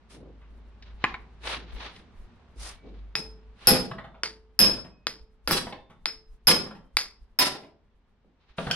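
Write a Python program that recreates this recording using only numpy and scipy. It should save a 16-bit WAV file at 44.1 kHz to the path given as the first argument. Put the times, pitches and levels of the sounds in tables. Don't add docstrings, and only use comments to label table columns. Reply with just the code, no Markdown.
import sys
import numpy as np
from scipy import signal
from scipy.fft import rfft, irfft, next_fast_len
from scipy.io import wavfile
from scipy.ndimage import map_coordinates

SR = 44100
rng = np.random.default_rng(int(sys.argv[2]) if len(sys.argv) > 2 else 0)


def transcribe(signal):
    frames = np.atleast_2d(signal).T
    limited = np.clip(frames, -1, 1)
    pcm = np.round(limited * 32767).astype(np.int16)
    wavfile.write(sys.argv[1], SR, pcm)


def amplitude_ratio(level_db):
    exponent = np.asarray(level_db, float) / 20
    return 10 ** exponent


N = 385875


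def unit(x):
    return x / np.sqrt(np.mean(x ** 2) + 1e-20)


def along(points, hz):
    f, v = np.transpose(points)
    return np.interp(np.log(hz + 1), np.log(f + 1), v)


def curves(rows):
    s, *cols = np.transpose(rows)
    return [np.interp(np.arange(N) / SR, s, c) for c in cols]


def noise(*shape):
    return rng.standard_normal(shape)


def wobble(rate, size=N):
    knots = noise(int(size * rate / SR) + 4)
    return map_coordinates(knots, [np.arange(size) * rate / SR])


def filtered(x, response):
    n = x.shape[-1]
    m = next_fast_len(n + 8192)
    return irfft(rfft(x, m) * response(np.fft.rfftfreq(m, 1 / SR)), m)[..., :n]


def resonances(peaks):
    def response(f):
        total = 0
        for k, (centre, width, db) in enumerate(peaks):
            damping = 1j * f * width
            total = total + (-1) ** k * amplitude_ratio(db) * damping / (centre * centre - f * f + damping)
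        return total
    return response


def below(hz, order):
    poles = np.exp(1j * np.pi * (np.arange(order) + .5 + order / 2) / order)
    return lambda f: np.prod([-p / (1j * f / hz - p) for p in poles], axis=0)


def diffuse(pair, spectrum=((1, 0),)):
    # pitch_hz, likeness (-1 to 1)
    alike = [(60, .86), (180, .9), (550, .78), (1650, .5), (4970, -.05), (15000, 0)]

    def response(hz):
        turn = np.arccos(np.clip(along(alike, hz), -1, 1)) / 2
        return amplitude_ratio(along(spectrum, hz)) * np.array([np.cos(turn), np.sin(turn)])
    mid, side = filtered(pair, response)
    return np.array([mid + side, mid - side])


def rush(spectrum, grain_db):
    return unit(diffuse(noise(2, N), spectrum) * amplitude_ratio(grain_db * wobble(120)))


def ring(modes, t, spread_db):
    total = 0
    for hz, db, t60 in modes:
        fade = amplitude_ratio(db + spread_db * rng.standard_normal() - 60 * t / t60)
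        total = total + fade * np.sin(2 * np.pi * hz * t)
    return total


def add(out, s, sound, room_db, lead=3):
    # pitch_hz, t60_s
    garage = [(100, 0.68), (500, 0.5), (2000, 0.31), (5000, 0.31), (11500, 0.18), (13500, 0.015)]
    # delay_s, level_db
    echoes = [(.006, -14)]
    hz, t, z = signal.stft(noise(2, SR // 2), SR, nperseg=256)
    decay = amplitude_ratio(-60 * t / along(garage, hz)[:, None])
    tail = diffuse(signal.istft(z * decay, SR, nperseg=256)[1])
    fade_in = np.minimum(np.arange(tail.shape[1]) / (0.0011 * SR), 1)
    tail = amplitude_ratio(room_db) * tail / np.linalg.norm(tail[0]) * fade_in
    for delay, db in [(0, 0), *echoes]:
        left = round(delay * SR)
        tail[[0, 1], [left, left + lead]] += amplitude_ratio(db)
    heard = signal.fftconvolve(np.atleast_2d(sound), tail, axes=1)
    out[:, round(s * SR):][:, :heard.shape[1]] += heard


def room_tone():
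    # time_s, pitch_hz
    drone_pitch = [(0, 54.3), (2.7, 54), (2.9, 51.03), (8.75, 52)]
    # time_s, level_db
    drone_level = [(0, -62.5), (.25, -52.5), (.6, -49.5), (.8, -54), (.93, -44.5), (1.32, -56.5),
                   (1.46, -47), (1.84, -47.5), (1.97, -63), (2.53, -74), (2.59, -38.5), (2.68, -48.5),
                   (2.78, -59), (2.85, -57), (2.9, -48), (3.02, -41.5), (3.11, -47), (3.18, -59),
                   (3.3, -45.5), (3.42, -56.5), (3.5, -47), (3.6, -70), (3.77, -53.5), (4.2, -58),
                   (5.4, -64.5), (8.75, -73.5)]
    # time_s, hiss_db, rumble_db
    air = [(0, -61.5, -71), (1.2, -59, -59.5), (2.3, -59, -67), (3.5, -62.5, -71), (4.5, -68, -72),
           (5.4, -68.5, -64), (6.4, -70, -63), (7.3, -70, -66), (8, -70.5, -77.5), (8.75, -69, -76.5)]
    # pitch_hz, density_db (per Hz)
    air_colour = [(41, -26), (70, 3), (107, -7), (152, -9), (232, -6), (321, -19.5), (363, -12), (545, -19),
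                  (924, -18), (3910, -31.5), (9000, -49.5), (11700, -82), (19800, -120)]
    # pitch_hz, density_db (per Hz)
    rumble_colour = [(10, -4), (25, 6), (36, 0), (52, 4.5), (75, -25), (120, -51.5)]
    (hz,), (db,) = curves(drone_pitch), curves(drone_level)
    phase = 2 * np.pi * np.cumsum(hz + 2.0 * wobble(1.5)) / SR
    drone = np.sqrt(2) * amplitude_ratio(db) * np.sin(phase + [[.2], [-.2]])
    hiss_db, rumble_db = curves(air)
    hiss = amplitude_ratio(hiss_db + 1.1 * wobble(1.0)) * rush(air_colour, 0.44)
    rumble = amplitude_ratio(rumble_db + 10.0 * wobble(22)) * rush(rumble_colour, .1)
    return drone + hiss + rumble


def strokes(start, rise, hold, db, fade_db):
    rise_db = 34.5
    t = np.arange(0, N / SR, .001)
    s, r, h, d = (np.asarray(c)[:, None] for c in (start, np.maximum(rise, .003), hold, db))
    swell = rise_db * (np.clip(s + r - t, 0, 4 * r) / r) ** 2
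    fade = fade_db * np.clip(t - s - r - h, 0, None)
    gain = amplitude_ratio(d - swell - fade)
    return np.interp(np.arange(N) / SR, t, gain.sum(0))


def gloves():
    # start_s, rise_s, hold_s, rasp_db, weave_hiss_db
    slides = [(.085, 0.024, 0.042, -58.5, -58.5), (.84, 0.029, 0.012, -58.5, -109),
              (.96, 0.12, 0.017, -49, -95), (1.405, 0.081, 0.052, -35, -47), (1.64, 0.083, 0.043, -57, -95),
              (1.74, 0.084, 0.043, -43, -67), (1.883, 0.065, 0.042, -62, -70),
              (2.555, 0.09, 0.05, -48, -45), (2.82, 0.051, 0.13, -67.5, -99),
              (3.54, 0.16, 0.016, -46, -59.5), (8.37, 0.052, 0.025, -70.5, -100),
              (8.47, 0.029, 0.0091, -65, -100), (8.565, 0.018, .11, -48, -56.5)]
    # start_s, rise_s, hold_s, level_db
    rubs = [(0.098, 0.053, 0.12, -51), (0.48, 0.046, 0.078, -63), (1.417, .04, 0.089, -54.5),
            (1.542, 0.03, 0.023, -51), (1.686, 0.07, 0.24, -59.5), (2.55, 0.014, 0.0078, -58),
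            (2.808, 0.058, 0.01, -47), (3.58, 0.046, 0.023, -71), (8.216, 0.04, .01, -66)]
    # pitch_hz, density_db (per Hz)
    leather, weave, cloth = [(180, -44.5), (300, -7), (707, -4), (908, -1.5), (1120, -2), (1800, -3.5),
                             (3970, -4), (7000, -25), (9100, -66), (15400, -120)], [(2940, -14.5), (5000, -2), (7450, -7.5), (9600, -3.5),
                                              (14300, -27), (15400, -25), (16000, -71.5)], [(47, -36), (80, -13.5), (205, -4.5),
                                                             (418, -8.5), (474, -10), (1200, -33.5),
                                                             (1560, -59), (2640, -120)]
    *when, rasp_db, hiss_db = np.transpose(slides)
    rasp = strokes(*when, rasp_db, fade_db=208)
    hiss = strokes(*when, hiss_db, fade_db=356.5)
    rub = strokes(*np.transpose(rubs), fade_db=127)
    return rasp * rush(leather, 1.9) + hiss * rush(weave, 1.2) + rub * rush(cloth, 1.6)


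def knock(out, rows, contact_s, upper_db, bite_db, room_db):
    harder_shorter = 0.37
    t = np.arange(SR // 8) / SR
    wooden = resonances([(170.0, 61, 9.5), (270, 110, 4.5), (410, 160, 2), (650, 160, -5), (900, 400, -5)])
    for s, db, hz, thump_db in rows:
        length = contact_s * amplitude_ratio(-harder_shorter * db)
        envelope = np.exp(-t / length) * (1 - np.exp(-t / (0.13 * length)))
        hit = envelope * (1 + noise(len(t)))
        near = hz * np.array([.45, .66, 1, 1.33, 1.8]) * amplitude_ratio(.4 * noise(5))
        tones = zip(near, 0.17 * near, [-4.0, -1.5, 2.5, -5.5, -3.5])
        body = resonances([*tones, (1.3 * hz, 2.0 * hz, upper_db), (3900, 2800, bite_db)])

        def response(f):
            dulling = (1 + 1j * f * np.sqrt(length) / 450) ** 3
            return body(f) * below(6500, order=3)(f) / dulling
        tick = filtered(hit, response)
        wood = filtered(hit, wooden)
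        sound = tick / np.abs(tick).max() + amplitude_ratio(thump_db) * wood / np.abs(wood).max()
        add(out, s, amplitude_ratio(db) * sound, room_db)


def clinks(out):
    # time_s, level_db
    touches = [(8.712, -9), (8.746, -25)]
    # pitch_hz, level_db, t60_s
    shaft = [(1550, -4, .035), (3155, 0, .03), (4737, -15, .03), (5313, -15, .04), (8963, -22, .02),
             (11300, -22, .04)]
    t = np.arange(SR // 8) / SR
    body = resonances([(3550, 6000, -1.5)])
    for s, db in touches:
        burst = np.exp(-t / 0.0019) * noise(len(t))
        tick = filtered(burst, lambda f: body(f) / (1 + 1j * f / 10500) ** 3)
        add(out, s, amplitude_ratio(db) * (0.42 * ring(shaft, t, 0.7) + tick), room_db=-4.0)


def pings(out):
    # time_s, pitch_hz, level_db, t60_s
    bits = [(2.76, 2280, -61, 0.77), (3.912, 656, -43.5, 0.65), (3.991, 3560, -67, 0.75),
            (4.89, 2530, -67.5, 1), (5.67, 641, -44.5, .4), (5.722, 3580, -62.5, 0.88),
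            (6.75, 3130, -73.5, 0.75)]
    t = np.arange(SR) / SR
    for s, *mode in bits:
        out[:, round(s * SR):][:, :SR] += ring([mode], t, 0.83) * (1 - np.exp(-t / 0.024))


def tools():
    # time_s, tick_db, centre_hz, thump_db (over the tick)
    knocks = [(0.413, -55, 2020, -28), (3.911, -27.5, 1110, -5.5), (3.982, -33, 1275, -5),
              (4.041, -39, 1220, -5), (4.142, -47.5, 930, -25.5), (4.771, -39.5, 980, -23),
              (4.844, -44, 611, 2), (5.667, -31.5, 1164, -4.5), (5.723, -31.5, 625, -14.5),
              (5.897, -50, 1300, 2.5), (6.66, -38.5, 1175, -6), (6.707, -36, 960, -14),
              (6.748, -50, 1125, 5), (7.548, -32.5, 620, -36), (7.629, -43, 590, -6.5),
              (8.582, -22.5, 1002, -4), (8.6, -42.5, 1020, 9.5), (8.667, -26.5, 1080, 1),
              (8.7, -26.5, 1110, -1.5)]
    # time_s, tick_db, centre_hz
    grip = [(0.823, -43, 3640), (1.0405, -9.5, 1640), (1.048, -17.5, 1820), (1.056, -29, 1800),
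            (1.141, -24, 1570), (1.149, -32, 1400), (1.96, -40, 3570)]
    out = np.zeros((2, N + 2 * SR))
    knock(out, [(*row, -35) for row in grip], contact_s=0.0013, upper_db=-2.0, bite_db=-7, room_db=-13)
    knock(out, knocks, contact_s=0.0026, upper_db=-5, bite_db=-10, room_db=-5)
    clinks(out)
    pings(out)
    return out[:, :N]


def steel_crack(t, contact_ms, rebound_ms):
    # centre_hz, width_hz, level_db
    peaks = [(500, 500, -9), (1290, 900, -4.5), (2050, 650, 1), (3200, 990, -4.5), (4760, 420, 8),
             (9500, 4000, -12)]
    touch = t / .00004 * np.exp(1 - t / .00004)
    push = -touch - 0.5 * np.roll(touch, 36) + 1.1 * np.exp(-t / 0.00052) * noise(len(t))
    push = push + amplitude_ratio(-19.5) * np.roll(push, round(rebound_ms / 1000 * SR))
    push = push + amplitude_ratio(-22 + 3.7 * wobble(400, size=len(t))) * np.exp(-t / 0.03) * noise(len(t))

    def response(f):
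        dulling = (1 + 2j * np.pi * f * contact_ms / 1000) ** 2
        return resonances(peaks)(f) * below(11800, order=10)(f) / dulling
    crack = filtered(push, response)
    return crack / np.abs(crack).max()


def sizzle(t):
    # pitch_hz, density_db (per Hz)
    colour = [(11000, -42), (12500, -0.5), (15700, 1), (16500, -24.5)]
    return unit(diffuse(noise(2, len(t)), colour)) * np.exp(-t / 0.018)


def head_ring(t, low_db, high_db, hard):
    # pitch_hz, level_db, t60_s
    bending, end_to_end = [(2525, -13, .09), (4710, -13, .05), (4975, -9, .07), (5090, -5, .1),
                           (5125, -1, .21), (5162, -4, .12), (5230, -8, .09), (5410, -14, .06),
                           (5755, -20, .06), (6210, -18, .06)], [(9400, -14, .02), (9870, -15, .03), (10450, -12, .025),
                                             (10800, -9, .025), (11090, -3, .03), (11245, 0, .045),
                                             (11345, -4, .04), (14300, -14, .08)]
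    head = amplitude_ratio(low_db) * ring(bending, t, 2) + amplitude_ratio(high_db) * ring(end_to_end, t, 2.5)
    flutter_db = (2.2 + 2.2 * hard) * wobble(110, size=len(t))
    choke_db = hard * 300 * t
    return head * amplitude_ratio(flutter_db - choke_db) * (1 - np.exp(-t / .0006))


def rattle(t):
    # pitch_hz, density_db (per Hz)
    colour = [(24, -39), (40, -22), (412, -11.5), (1810, -12), (2570, -11.5), (3740, -13), (4800, -10),
              (5180, -10), (6490, -22.5), (11000, -15), (16000, -51)]
    hz = np.arange(30, 16000, 45)
    lumpy = np.c_[hz, along(colour, hz) + 4.5 * noise(len(hz))]
    chatter = amplitude_ratio(3.5 * wobble(90, size=len(t)))
    shaken = unit(diffuse(chatter * noise(2, len(t)), lumpy))
    return shaken * (1 - np.exp(-t / 0.008)) * np.exp(-t / 0.039)


def bench_boom(t):
    # pitch_hz, density_db (per Hz)
    colour = [(20, -14), (50, -9.5), (90, -18), (150, -7.5), (200, -2.5), (300, -4), (550, -9),
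              (1000, -39.5)]
    boom = unit(diffuse(noise(2, len(t)), colour)) * t / 0.064 * np.exp(1 - t / 0.026)
    return boom * amplitude_ratio(4 * wobble(45, size=len(t)) - 1.5)


def casting_clang(t):
    # pitch_hz, level_db, t60_s
    modes = [(140, -6, .12), (199, -4, .22), (269, -2, .1), (340, -4, .08), (420, -3, .09), (520, -2, .09),
             (600, -4, .08), (700, -4, .08), (807, -4, .08), (940, -5, .08), (1030, -6, .08),
             (1200, -7, .07), (1378, -7, .07), (1690, -9, .06)]
    jolts_s = .05
    when, force = rng.random((2, 20))
    jolt_samples = (-np.log(1 - when) * jolts_s * SR).astype(int)
    jolts = np.bincount(jolt_samples, (2 * force - 1) * np.sqrt(1 - when))
    struck = ring(modes, t, 3.8) * np.cos(np.pi / 2 * t / t[-1])
    return amplitude_ratio(-14.5) * signal.fftconvolve(struck, jolts)[:len(t)]


def sheet_hum():
    # pitch_hz, level_db, t60_s
    modes = [(438, -0.5, 1), (895, -7.5, 0.54)]
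    t = np.arange(SR) / SR
    return ring(modes, t, 1.2) * (1 - np.exp(-t / 0.0065))


def hammer():
    # time_s, crack_db, contact_ms, low_ring_db, high_ring_db,
    # rattle_db, boom_db, sheet_db, rebound_ms
    blows = [(3.1531, -9, 0.024, -26, -35.5, -37.5, -38.5, -44.5, 32),
             (3.671, -14.5, 0.011, -12, -1, -11.5, -15.5, -58, 33),
             (4.234, -9.5, 0.019, -61.5, -64.5, -47.5, -45, -49.5, 22),
             (4.591, -16.5, .015, -19.5, -8, -15, -25.5, -64.5, 26),
             (4.614, -24.5, 0.034, -10.5, -16.5, -21.5, -20.5, -70, 21),
             (5.0688, -6.5, 0.015, -39.5, -35.5, -70, -47.5, -53.5, 13),
             (5.4751, -11.5, 0.078, -52, -25, -26, -25.5, -54, 18),
             (5.5101, -7.5, 0.35, -30.5, -23, -18, -25, -59, 26),
             (6.0571, -5.5, 0.017, -30.5, -33, -48, -50.5, -55, 31),
             (6.4704, -10.5, .012, -13, -7, -13, -20.5, -66.5, 28),
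             (6.9691, -0.5, 0.006, -31, -23.5, -50, -64.5, -63, 21.4),
             (7.3883, -14.5, 0.019, -20, -14.5, -13.5, -32.5, -54, 26)]
    loose_db, shaken_db = -40, -13
    out, t = np.zeros((2, N + 2 * SR)), np.arange(SR // 3) / SR
    for s, crack_db, contact_ms, low_db, high_db, rattle_db, boom_db, sheet_db, rebound_ms in blows:
        hard = np.clip((rattle_db - loose_db) / (shaken_db - loose_db), 0, 1)
        crack = amplitude_ratio(crack_db) * steel_crack(t, contact_ms, rebound_ms)
        add(out, s, crack + hard * amplitude_ratio(rattle_db + 4) * sizzle(t), room_db=-19)
        shaking = amplitude_ratio(rattle_db) * rattle(t) + amplitude_ratio(boom_db) * (bench_boom(t) + casting_clang(t))
        add(out, s, shaking, room_db=-9.5)
        add(out, s, head_ring(t, low_db, high_db, hard), room_db=-6 + 9 * hard, lead=2)
        out[:, round(s * SR):][:, :SR] += amplitude_ratio(sheet_db) * sheet_hum()
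    return out[:, :N]


def scene():
    return room_tone() + gloves() + tools() + hammer()


def follow(x, release_db):
    fall = release_db * np.arange(len(x)) / SR
    return np.maximum.accumulate(20 * np.log10(x + 1e-9) + fall) - fall


def roll_off(x):
    return signal.sosfilt(signal.butter(12, 16990, fs=SR, output="sos"), x)


def record(dry):
    # pitch_hz, level_db
    port = [(6000, 1.5), (7300, -1.5), (9500, 1), (12000, -4.5), (16000, -19)]
    top_db, ratio, attack = -6, 3, 100
    heard = filtered(dry, lambda hz: amplitude_ratio(along(port, hz)))
    level_db = follow(np.abs(heard).max(0), release_db=349.5)
    need = (1 + amplitude_ratio(level_db - top_db) ** 2) ** (-(1 - 1 / ratio) / 2)
    window = np.hanning(attack)
    gain = signal.lfilter(window / window.sum(), 1, need - 1) + 1
    heard = heard * gain
    heard = heard / (1 + np.abs(heard / .76) ** 6) ** (1 / 6)
    heard = filtered(heard, below(16500, order=12))
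    return roll_off(heard)


dry = scene()
out = record(dry)
transcribe(out)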